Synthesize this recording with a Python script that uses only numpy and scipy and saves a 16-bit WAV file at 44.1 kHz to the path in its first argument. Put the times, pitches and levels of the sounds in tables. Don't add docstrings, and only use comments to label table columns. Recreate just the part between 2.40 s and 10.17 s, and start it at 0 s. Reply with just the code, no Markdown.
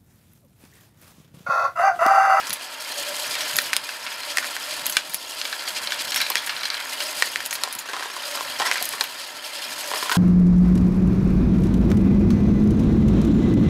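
import sys
import numpy as np
from scipy import signal
from scipy.fft import rfft, irfft, next_fast_len
from scipy.io import wavfile

SR = 44100
rng = np.random.default_rng(int(sys.argv[2]) if len(sys.argv) > 2 else 0)


def pcm_store(signal):
    levels = np.round(np.clip(np.atleast_2d(signal), -1, 1) * 32767)
    wavfile.write(sys.argv[1], SR, levels.astype(np.int16).T)


N = 342657
TIME = np.arange(N) / SR


def from_db(db):
    return 10 ** (np.asarray(db) / 20)


def rms_one(x):
    return x / np.sqrt(np.mean(x ** 2) + 1e-20)


def curve(rows):
    return np.interp(TIME, *np.transpose(rows))


def swells(rows):
    return sum(from_db(db) * np.sin(np.pi * np.clip((TIME - s) / length, 0, 1)) for s, length, db in rows)


def drift(rate):
    hz = np.arange(N // 2 + 1) * SR / N
    return rms_one(irfft(rfft(rng.standard_normal(N)) / (1 + (hz / rate) ** 2), N))


def contacts(per_s, spread_db):
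    sizes = from_db(spread_db * np.minimum(rng.exponential(1, N), 3)) * rng.choice([-1, 1], N)
    return rms_one(sizes * (rng.random(N) < per_s / SR))


def bandpass(x, band_hz):
    return signal.sosfilt(signal.butter(2, band_hz, "band", fs=SR, output="sos"), x)


def resonate(force, hz, width):
    r, w = np.exp(-np.pi * width / SR), 2 * np.pi * hz / SR
    feed = np.array([1, 0, -1]) * (1 - r * r) / 2
    return signal.lfilter(feed, [1, -2 * r * np.cos(w), r * r], force + 1e-18)


def ring_part(force, modes, band_hz):
    ringing = sum(from_db(db) * resonate(force, hz, width) for hz, width, db in modes)
    return rms_one(bandpass(ringing, band_hz))


def disperse(x, corner_hz):
    a = np.exp(-2 * np.pi * corner_hz / SR)
    for _ in range(4):
        x = signal.lfilter([-a, 1], [1, -a], x)
    return x


def blows(rows, modes, contact_s, chatter_s, settle_db, note_width_hz, band_hz, smear_hz, gain_db):
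    settle_s, touches_per_s = 0.048, 12000
    t = TIME[:SR // 10]
    out = np.zeros(N + len(t))
    hz, width, mode_db = np.transpose(modes)
    octaves = np.log2(hz) - np.mean(np.log2(hz))
    dying = np.exp(-t / chatter_s) + from_db(settle_db) * np.exp(-t / settle_s)
    for s, level_db, tilt_db, chatter_db, note_hz, note_db in rows:
        contact, chatter = rng.standard_normal((2, len(t))) * [np.exp(-t / contact_s), dying]
        chatter *= rng.random(len(t)) < touches_per_s / SR
        force = rms_one(contact) + from_db(chatter_db) * rms_one(chatter)
        gains = from_db(mode_db + np.clip(tilt_db, -9, 9) * octaves + 1.5 * rng.standard_normal(len(hz)))
        body = sum(g * resonate(force, f, w) for g, f, w in zip(gains, hz, width))
        note = resonate(force, note_hz, note_width_hz)
        radiated = bandpass(rms_one(body) + from_db(note_db) * rms_one(note), band_hz)
        hit = disperse(radiated, smear_hz)
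        at = int(s * SR)
        out[at:at + len(t)] += from_db(level_db + gain_db) * hit / np.std(hit[t < .01])
    return out[:N]


def key_track(rows, middle_hz, db_per_octave, note_db):
    return [(s, db, db_per_octave * np.log2(hz / middle_hz), chatter_db, hz, note_db)
            for s, db, chatter_db, hz in rows]


def hum(hz=57, level_db=-82):
    return from_db(level_db) * rms_one(np.sin(2 * np.pi * hz * TIME))


def room(x, t60_s=0.19, wall_cut_hz=7900, first_echo_s=0.0018):
    t = TIME[:SR // 2]
    tail = rng.standard_normal(len(t)) * from_db(-60 * t / t60_s) * np.clip(t / first_echo_s - 1, 0, 1)
    tail = signal.sosfilt(signal.butter(1, wall_cut_hz, fs=SR, output="sos"), tail)
    return signal.fftconvolve(x, tail / np.linalg.norm(tail))[:N]


# (time [s], hold [s], first load [dB], last load [dB], release [s], slack after [dB])
LIFTS = [(-0.5, 0.41, -3, -2.5, 0.17, -5), (0.6, 0.58, 0.9, 0.5, 0.18, -5),
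         (1.943, 0.63, -2, -1.5, 0.042, -6.5), (2.978, 0.9, -2.5, -0.5, 0.14, -4.5),
         (4.625, 0.22, 1, 0.5, 0.26, -6.5), (5.887, 0.59, -1.5, -1, 0.25, -5.5),
         (7.22, 0.65, -2, 2, 0.2, -6)]


def load(take_up_s=0.23):
    corners, before_db = [], LIFTS[0][5]
    for s, hold_s, first_db, last_db, release_s, slack_db in LIFTS:
        corners += [(s - take_up_s, before_db), (s, first_db)]
        corners += [(s + hold_s, last_db), (s + hold_s + release_s, slack_db)]
        before_db = slack_db
    return curve(sorted(corners))


# (time [s], rate [Hz])
THROB_RATE = [(0.0, 11.77), (0.41, 10.69), (0.85, 12.81), (1.35, 10.48), (2.28, 12.53), (2.74, 11.12),
              (3.04, 13.55), (3.78, 11.0), (4.46, 10.86), (4.63, 12.02), (4.97, 11.26), (5.69, 10.78),
              (6.22, 12.98), (6.5, 10.66), (7.14, 11.75), (7.77, 13.21)]


def throb(first_peak_s=0.059):
    turns = np.cumsum(curve(THROB_RATE)) / SR
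    return np.cos(2 * np.pi * (turns - np.interp(first_peak_s, TIME, turns)))


# (frequency [Hz], level [dB])
MACHINE_COLOUR = [(18, -71), (30, -66), (86, -21.5), (215, -23), (287, -16.5), (415, -16.5), (600, -6),
                  (721, -6.5), (1010, -4.5), (1220, -5), (1350, -4), (4910, -0.5), (5740, -8),
                  (12000, -8.5), (14800, -17), (16000, -22)]
# (frequency [Hz], width [Hz], boost [dB])
FRAME_PEAKS = [(257.4, 27, 5.5), (397, 250, 5.5), (607, 44, 5), (765, 23, 10), (779, 40, -6.5),
               (920, 36, 4), (984, 27, 4), (1300, 110, -3.5), (1353, 29, 8), (1720, 23, 2.5),
               (1956, 44, -4), (2217, 28, -14), (2700, 220, 1), (3260, 60, 4.5), (3740, 880, -5),
               (4050, 60, 3), (5010, 230, 2.5), (5450, 160, 3.5), (6070, 290, 3.5), (6720, 300, 3),
               (7360, 240, -1.5), (7770, 380, 5), (9340, 340, 2), (10800, 270, -1.5), (12450, 500, -4),
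               (13450, 500, 4)]


def through_frame(force, low_hz, high_hz, ripple_db=1.9):
    size = next_fast_len(N)
    hz = np.arange(1, size // 2 + 2) * SR / size
    points_hz, points_db = np.transpose(MACHINE_COLOUR)
    colour_db = np.interp(np.log(hz), np.log(points_hz), points_db)
    for centre, width, boost in FRAME_PEAKS:
        colour_db += boost / (1 + (2 * (hz - centre) / width) ** 2)
    ripple_hz = np.geomspace(1000, 16000, 400)
    colour_db += ripple_db * np.interp(hz, ripple_hz, rng.standard_normal(len(ripple_hz)), left=0)
    band = 1 / np.sqrt((1 + (low_hz / hz) ** 12) * (1 + (hz / high_hz) ** 12))
    return rms_one(irfft(rfft(force, size) * from_db(colour_db) * band, size)[:N])


def loose_pins(count=36, width_hz=70, gain_db=-38):
    taps = contacts(per_s=380, spread_db=4.5)
    tapped_pin = rng.integers(0, count, N)
    pitches = np.geomspace(1100, 7000, count) * (1 + .015 * rng.standard_normal(count))
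    rings = sum(resonate(taps * (tapped_pin == k), hz, width_hz) for k, hz in enumerate(pitches))
    return from_db(gain_db + load()) * through_frame(rings, 1580, 8200)


# (pitch [Hz], level [dB])
GEAR_TONES = [(925, -49.5), (1025, -50), (1342, -48), (1700, -51)]
# (time [s], length [s], level [dB])
MESH_SPURTS = [(0.56, 0.096, -37.5), (0.65, 0.1, -36), (0.79, 0.13, -44.5), (0.96, 0.12, -37.5),
               (1.08, 0.21, -50), (1.86, 0.11, -39), (2.03, 0.15, -48), (2.26, 0.15, -40.5),
               (3.4, 0.38, -50), (4.56, 0.2, -41), (5.83, 0.098, -41.5), (5.92, 0.082, -35),
               (6.0, 0.12, -44), (7.12, 0.091, -43), (7.44, 0.1, -40), (7.54, 0.07, -35)]


def gear_whine(mesh_hz=591.5, wobble=0.032):
    load_db = load()
    phase_per_hz = 2 * np.pi * np.cumsum(1 + wobble * drift(rate=35.9)) / SR
    mesh = np.sin(mesh_hz * phase_per_hz) * from_db(3.5 * drift(rate=28))
    mesh += from_db(-15) * np.sin(mesh_hz * phase_per_hz / 2)
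    mesh_level = from_db(-3.5) * (from_db(-51 + load_db) + swells(MESH_SPURTS))
    fast_gears = np.zeros(N)
    for hz, db in GEAR_TONES:
        tone = np.sin(hz * phase_per_hz + 0.9 * drift(rate=42))
        fast_gears += from_db(db) * rms_one(tone * from_db(2.0 * drift(rate=32)))
    return mesh_level * rms_one(mesh) + from_db(-2.5 + 0.24 * load_db) * fast_gears


# (time [s], level [dB])
RATTLE_LEVEL = [(0, -36.5), (0.25, -42), (0.7, -38.5), (1.1, -36.5), (1.45, -43), (1.9, -39), (2.45, -39),
                (2.8, -48.5), (3.1, -40), (3.75, -40), (4.7, -38.5), (5.4, -41.5), (6.3, -37), (6.9, -44),
                (7.77, -35)]
# (time [s], length [s], level [dB])
CATCHES = [(0.82, 0.05, -47), (0.9, 0.059, -37), (1.875, 0.06, -35), (2.28, 0.092, -37),
           (2.96, 0.057, -38.5), (3.195, 0.045, -42), (3.345, 0.058, -32), (3.578, 0.044, -31.5),
           (4.598, 0.037, -42), (6.79, 0.076, -39), (7.13, 0.062, -40)]


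def gear_train(plate_lag_s=0.15):
    load_db = load()
    flutter = throb() * (.85 - 0.04 * load_db + 0.58 * drift(rate=23))
    plate_db = np.interp(TIME - plate_lag_s, TIME, load_db)
    teeth = contacts(per_s=4000, spread_db=2.9) + .4 * rng.standard_normal(N)
    friction = contacts(per_s=5000, spread_db=2.7) + .8 * rng.standard_normal(N)
    surge, grip, sway = drift(rate=70), drift(rate=110), drift(rate=7)
    rattle_db = curve(RATTLE_LEVEL) + 0.075 * flutter + surge
    chatter_db = -36 + load_db + 2.0 * flutter + 1.3 * surge + 0.14 * grip
    rub_db = -36.5 + 1.26 * load_db + 2.0 * flutter + 2.05 * surge + 1.44 * grip
    hollow_db = -45.5 + 0.72 * load_db + 0.8 * flutter
    rumble_db = -59.5 + 0.95 * plate_db + 0.5 * flutter + 2.2 * sway
    return (from_db(rattle_db) * through_frame(teeth, 905, 2390)
            + from_db(chatter_db) * through_frame(teeth, 3080, 4680)
            + from_db(rub_db) * through_frame(friction, 5540, 15000)
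            + from_db(hollow_db) * through_frame(teeth, 250, 770)
            + from_db(rumble_db) * through_frame(teeth, 55, 245)
            + swells(CATCHES) * through_frame(teeth, 2100, 10500))


# (time [s], level [dB])
JOLTS = [(0.094, -37), (0.726, -56), (1.133, -44), (2.42, -49), (2.69, -49), (2.742, -47), (3.32, -55),
         (3.741, -49), (3.81, -47), (5.349, -43), (6.42, -48), (7.28, -54), (7.697, -52)]


def arm_jolts(plate_hz=165, width_hz=95, push_s=0.015, gain_db=2.0):
    t = TIME[:SR // 8]
    out = np.zeros(N + len(t))
    for s, level_db in JOLTS:
        push = rng.standard_normal(len(t)) * np.exp(-t / push_s)
        thud = resonate(resonate(push, plate_hz, width_hz), plate_hz, 2 * width_hz)
        at = int(s * SR)
        out[at:at + len(t)] += from_db(level_db + gain_db) * thud / np.abs(thud).max()
    return out[:N]


# (frequency [Hz], width [Hz], level [dB])
ARM_MODES = [(1020, 150, -8), (2240, 1900, 4), (4060, 2700, 5), (6400, 2000, 4.5), (8500, 1100, -4),
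             (10500, 2400, 8), (11400, 440, 7), (14300, 3100, 11)]
# (time [s], length [s], level [dB])
RASPS = [(0.05, 0.049, -59), (1.135, 0.12, -44), (2.45, 0.11, -47), (2.69, 0.025, -49),
         (2.738, 0.016, -38.5), (3.735, 0.045, -41), (5.055, 0.023, -48), (5.125, .04, -41),
         (5.383, 0.028, -42), (6.407, 0.058, -45), (7.686, 0.058, -45)]


def joint_rasps(gain_db=8.5):
    slips = contacts(per_s=1400, spread_db=5.0)
    return from_db(gain_db) * swells(RASPS) * ring_part(slips, ARM_MODES, band_hz=(5000, 14500))


# (time [s], level [dB], chatter [dB], note [Hz])
TICKS = [(0.069, -30, 9, 5500), (0.095, -29, 9, 10300), (0.1053, -26, -6, 4060), (0.129, -24, 4, 10800),
         (0.1353, -27, -7, 14400), (1.158, -26, -11, 6740), (1.1666, -20, -14, 11600),
         (1.2177, -29, -6, 11700), (1.268, -34, 1, 4960), (1.3655, -24, -12, 9300), (2.4578, -27, -3, 6250),
         (2.4657, -20.5, -20, 11400), (2.4973, -24, 3, 11300), (2.5243, -27.5, -3, 6150),
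         (2.696, -36.5, -2, 9500), (2.7373, -32, -5, 14000), (2.7445, -21.5, -4, 10800),
         (3.7445, -22.5, -4, 5560), (3.776, -25, 0, 5600), (3.761, -28, -7, 12300),
         (3.8135, -28, -4, 13500), (3.9805, -35, -8, 10500), (4.063, -29, 6, 9300), (5.054, -30, -1, 6850),
         (5.0606, -26.5, -5, 11240), (5.1086, -26, 15, 6500), (5.1325, -30, 3, 10900),
         (5.1524, -26.5, 7, 4200), (5.3262, -28.5, 1, 10400), (5.351, -30.5, 0, 11000),
         (5.3873, -29, 22, 7040), (6.4256, -24, -18, 11800), (6.4545, -26, -3, 12400),
         (6.4903, -26.5, -16, 10900), (6.639, -30, 1, 11900)]


def arm_ticks():
    ticks = key_track(TICKS, middle_hz=10900, db_per_octave=8.0, note_db=-4.5)
    return blows(ticks, ARM_MODES, contact_s=0.00078, chatter_s=0.008, settle_db=-39,
                 note_width_hz=380, band_hz=(1200, 13000), smear_hz=8700, gain_db=-0.7)


# (frequency [Hz], width [Hz], level [dB])
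BIN_MODES = [(432, 290, 3.5), (594, 120, -6), (800, 160, 6), (1020, 120, 13), (1340, 70, 9.5),
             (1580, 110, 3), (1760, 260, 2), (2300, 690, -11), (3050, 1100, 1), (4400, 550, -13),
             (7840, 4400, -35)]
# (time [s], level [dB], chatter [dB], note [Hz])
KNOCKS = [(1.366, -38, 0, 950), (3.9022, -25, 15, 920), (3.956, -34, -1, 920), (5.2365, -26.5, 9, 920),
          (5.2751, -29.5, -3, 1020), (5.458, -37, 0, 1110), (5.488, -29, 2, 1620), (5.496, -28.5, 6, 1580),
          (5.5334, -25, 3, 1020), (5.548, -40, -6, 1340), (5.5655, -27.5, -2, 1330), (5.595, -30, 0, 1040),
          (5.608, -30, -7, 982), (5.625, -26, 0, 1620), (5.632, -30.5, -3, 1080), (5.648, -33, 0, 1600),
          (5.657, -30.5, -3, 960), (5.701, -33, -4, 930), (5.7651, -28, 3, 1040), (5.822, -35, -2, 1330),
          (5.952, -30, -9, 1040), (5.974, -29, 0, 1030), (6.0083, -25.5, -6, 1020), (6.1996, -19, 18, 865),
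          (6.2075, -28, 4, 1530), (6.2183, -20, 21, 1860), (6.253, -25, 2, 1020), (6.2604, -23, 11, 1940),
          (6.268, -24, -7, 1010), (6.413, -30.5, 2, 720), (6.5352, -27.5, 3, 1150), (6.6102, -26.5, 5, 900),
          (7.515, -25, -7, 970), (7.5365, -23, -1, 1060), (7.546, -29, 4, 1080), (7.558, -31, -1, 1060),
          (7.571, -33, -8, 1070), (7.6268, -23, -10, 1016), (7.658, -28, 4, 1040), (7.671, -34, 0, 980),
          (7.6955, -19, -6, 1340), (7.715, -16.5, 6, 1505), (7.727, -29, 2, 1540), (7.744, -34, -2, 1020),
          (7.7536, -21.5, 2, 930), (7.766, -28, 6, 1000)]
# (time [s], length [s], level [dB])
TUMBLES = [(5.15, 0.12, -38), (5.47, 0.28, -38), (5.92, 0.1, -38), (6.18, 0.26, -32), (7.5, 0.095, -36)]


def balls_in_bin():
    rows = key_track(KNOCKS, middle_hz=1200, db_per_octave=2.0, note_db=-1.0)
    knocks = blows(rows, BIN_MODES, contact_s=0.00064, chatter_s=0.0055, settle_db=-11,
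                   note_width_hz=88, band_hz=(310, 10400), smear_hz=1320, gain_db=-1.5)
    tumbling = ring_part(contacts(per_s=1000, spread_db=2.0), BIN_MODES, band_hz=(320, 12000))
    return knocks + from_db(-2.5) * swells(TUMBLES) * tumbling


# (frequency [Hz], width [Hz], level [dB])
RAMP_MODES = [(1100, 220, -43), (1660, 270, 10.5), (2300, 320, 13.5), (3150, 940, 10.5), (4050, 700, 10.5),
              (4700, 460, -31), (6040, 550, -30), (8700, 2100, -1), (11800, 3200, -4)]
# (time [s], level [dB], chatter [dB], note
# [Hz])
BOUNCES = [(0.9527, -28, 3, 1900), (1.0069, -26.5, 14, 5400), (1.4907, -28.5, -4, 2560),
           (1.6649, -28.5, 4, 2650), (1.7175, -34, 1, 2590), (1.8327, -33, -8, 4100),
           (2.027, -29.5, 1, 1770), (3.0142, -25.5, -11, 4200), (3.0524, -28, -9, 2300),
           (3.127, -26, -2, 1640), (3.1941, -33, -5, 4580), (3.2771, -28, -4, 4400),
           (3.4726, -26, -5, 4200), (3.506, -31, -4, 3070), (3.5208, -22, -3, 3400),
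           (3.6785, -35, -11, 4500), (3.7201, -25.5, -1, 4140), (3.7604, -21, 3, 5400),
           (3.8024, -22.5, 0, 2240), (3.815, -20.5, -2, 3930), (3.865, -27.5, -5, 2370),
           (3.917, -28.5, 0, 4200), (3.9682, -24, 15, 3400), (4.0736, -28.5, -7, 1800),
           (4.0934, -24.5, 9, 2710), (4.165, -30.5, -2, 4050), (4.191, -37, -3, 4860),
           (4.209, -32, 0, 3900), (4.2324, -27, -2, 4200), (4.2542, -23.5, -2, 4050),
           (4.3018, -24, -4, 4630), (4.3429, -27, -6, 4030), (4.369, -33, 0, 3230), (4.4004, -35, -2, 4300),
           (4.603, -26, 0, 4370), (6.2722, -25.5, 3, 5490), (6.3563, -25.5, 10, 1920),
           (6.3795, -28, 3, 2320), (6.6392, -31.5, 3, 2790), (7.2403, -33, -5, 4940)]
# (time [s], length [s], level [dB])
ROLLS = [(0.75, 0.77, -36), (1.55, 0.43, -50), (3.12, 0.8, -37), (3.95, 0.67, -34)]


def balls_on_ramp():
    rows = key_track(BOUNCES, middle_hz=4200, db_per_octave=11.0, note_db=-6.5)
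    bounces = blows(rows, RAMP_MODES, contact_s=0.0022, chatter_s=0.0088, settle_db=-7,
                    note_width_hz=180, band_hz=(770, 6800), smear_hz=2400, gain_db=1.0)
    rolling = ring_part(contacts(per_s=360, spread_db=4.5), RAMP_MODES, band_hz=(640, 2100))
    return bounces + from_db(-4.0) * swells(ROLLS) * rolling


# (frequency [Hz], width [Hz], level [dB])
BRICK_MODES = [(564, 150, -9), (1600, 230, -2), (1860, 290, 6.5), (2420, 290, 7.5), (3400, 1100, 0),
               (4050, 610, 1), (4960, 330, 1), (6250, 840, -22), (8760, 8900, -8.5), (12400, 3000, -48)]
# (time [s], level [dB], tilt [dB/octave, limited to +-9], chatter [dB], note
# [Hz], note level [dB])
SNAPS = [(1.1866, -16, -3, -2, 1790, -20), (1.3319, -19.5, -1, -13, 1900, 4),
         (1.3358, -23.5, 7, -8, 2410, -7), (1.3655, -19, 9, -5, 3870, -14), (1.9719, -19, 15, -11, 1780, 7),
         (1.9837, -19, 0, -3, 1910, 5), (2.0443, -29, -11, -18, 1720, 14), (2.1657, -28, -1, -6, 1550, 2),
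         (2.5687, -11, -3, -10, 3030, -2), (3.9018, -23, 9, -3, 13400, 9),
         (3.9554, -18.5, -4, -9, 1900, -9), (4.8234, -14, -5, -3, 1820, 1),
         (4.9588, -22.5, -9, -20, 1920, 11), (5.0046, -30.5, -13, -10, 1720, 9),
         (5.128, -27, 2, 1, 1880, -10), (5.2361, -20.5, 9, -1, 4200, -7), (6.3141, -18, 3, -6, 1900, 12),
         (6.3236, -25.5, -11, -8, 2140, -1), (6.6098, -18, 0.5, 0, 4300, -6)]


def ball_snaps():
    return blows(SNAPS, BRICK_MODES, contact_s=0.00001, chatter_s=0.0037, settle_db=-36,
                 note_width_hz=470, band_hz=(450, 10300), smear_hz=4940, gain_db=1.0)


def scene(room_send_db=-16.5):
    hits = ball_snaps() + balls_on_ramp() + arm_ticks() + balls_in_bin()
    machine = gear_train() + loose_pins() + gear_whine() + arm_jolts() + joint_rasps()
    return (hum() + machine + hits + from_db(room_send_db) * room(hits))[None]


def record(dry, ceiling=0.81, cutoff_hz=15600):
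    rounded = dry / (1 + (dry / ceiling) ** 6) ** (1 / 6)
    return signal.sosfilt(signal.ellip(10, .1, 70, cutoff_hz, fs=SR, output="sos"), rounded)


dry = scene()
out = record(dry)
pcm_store(out)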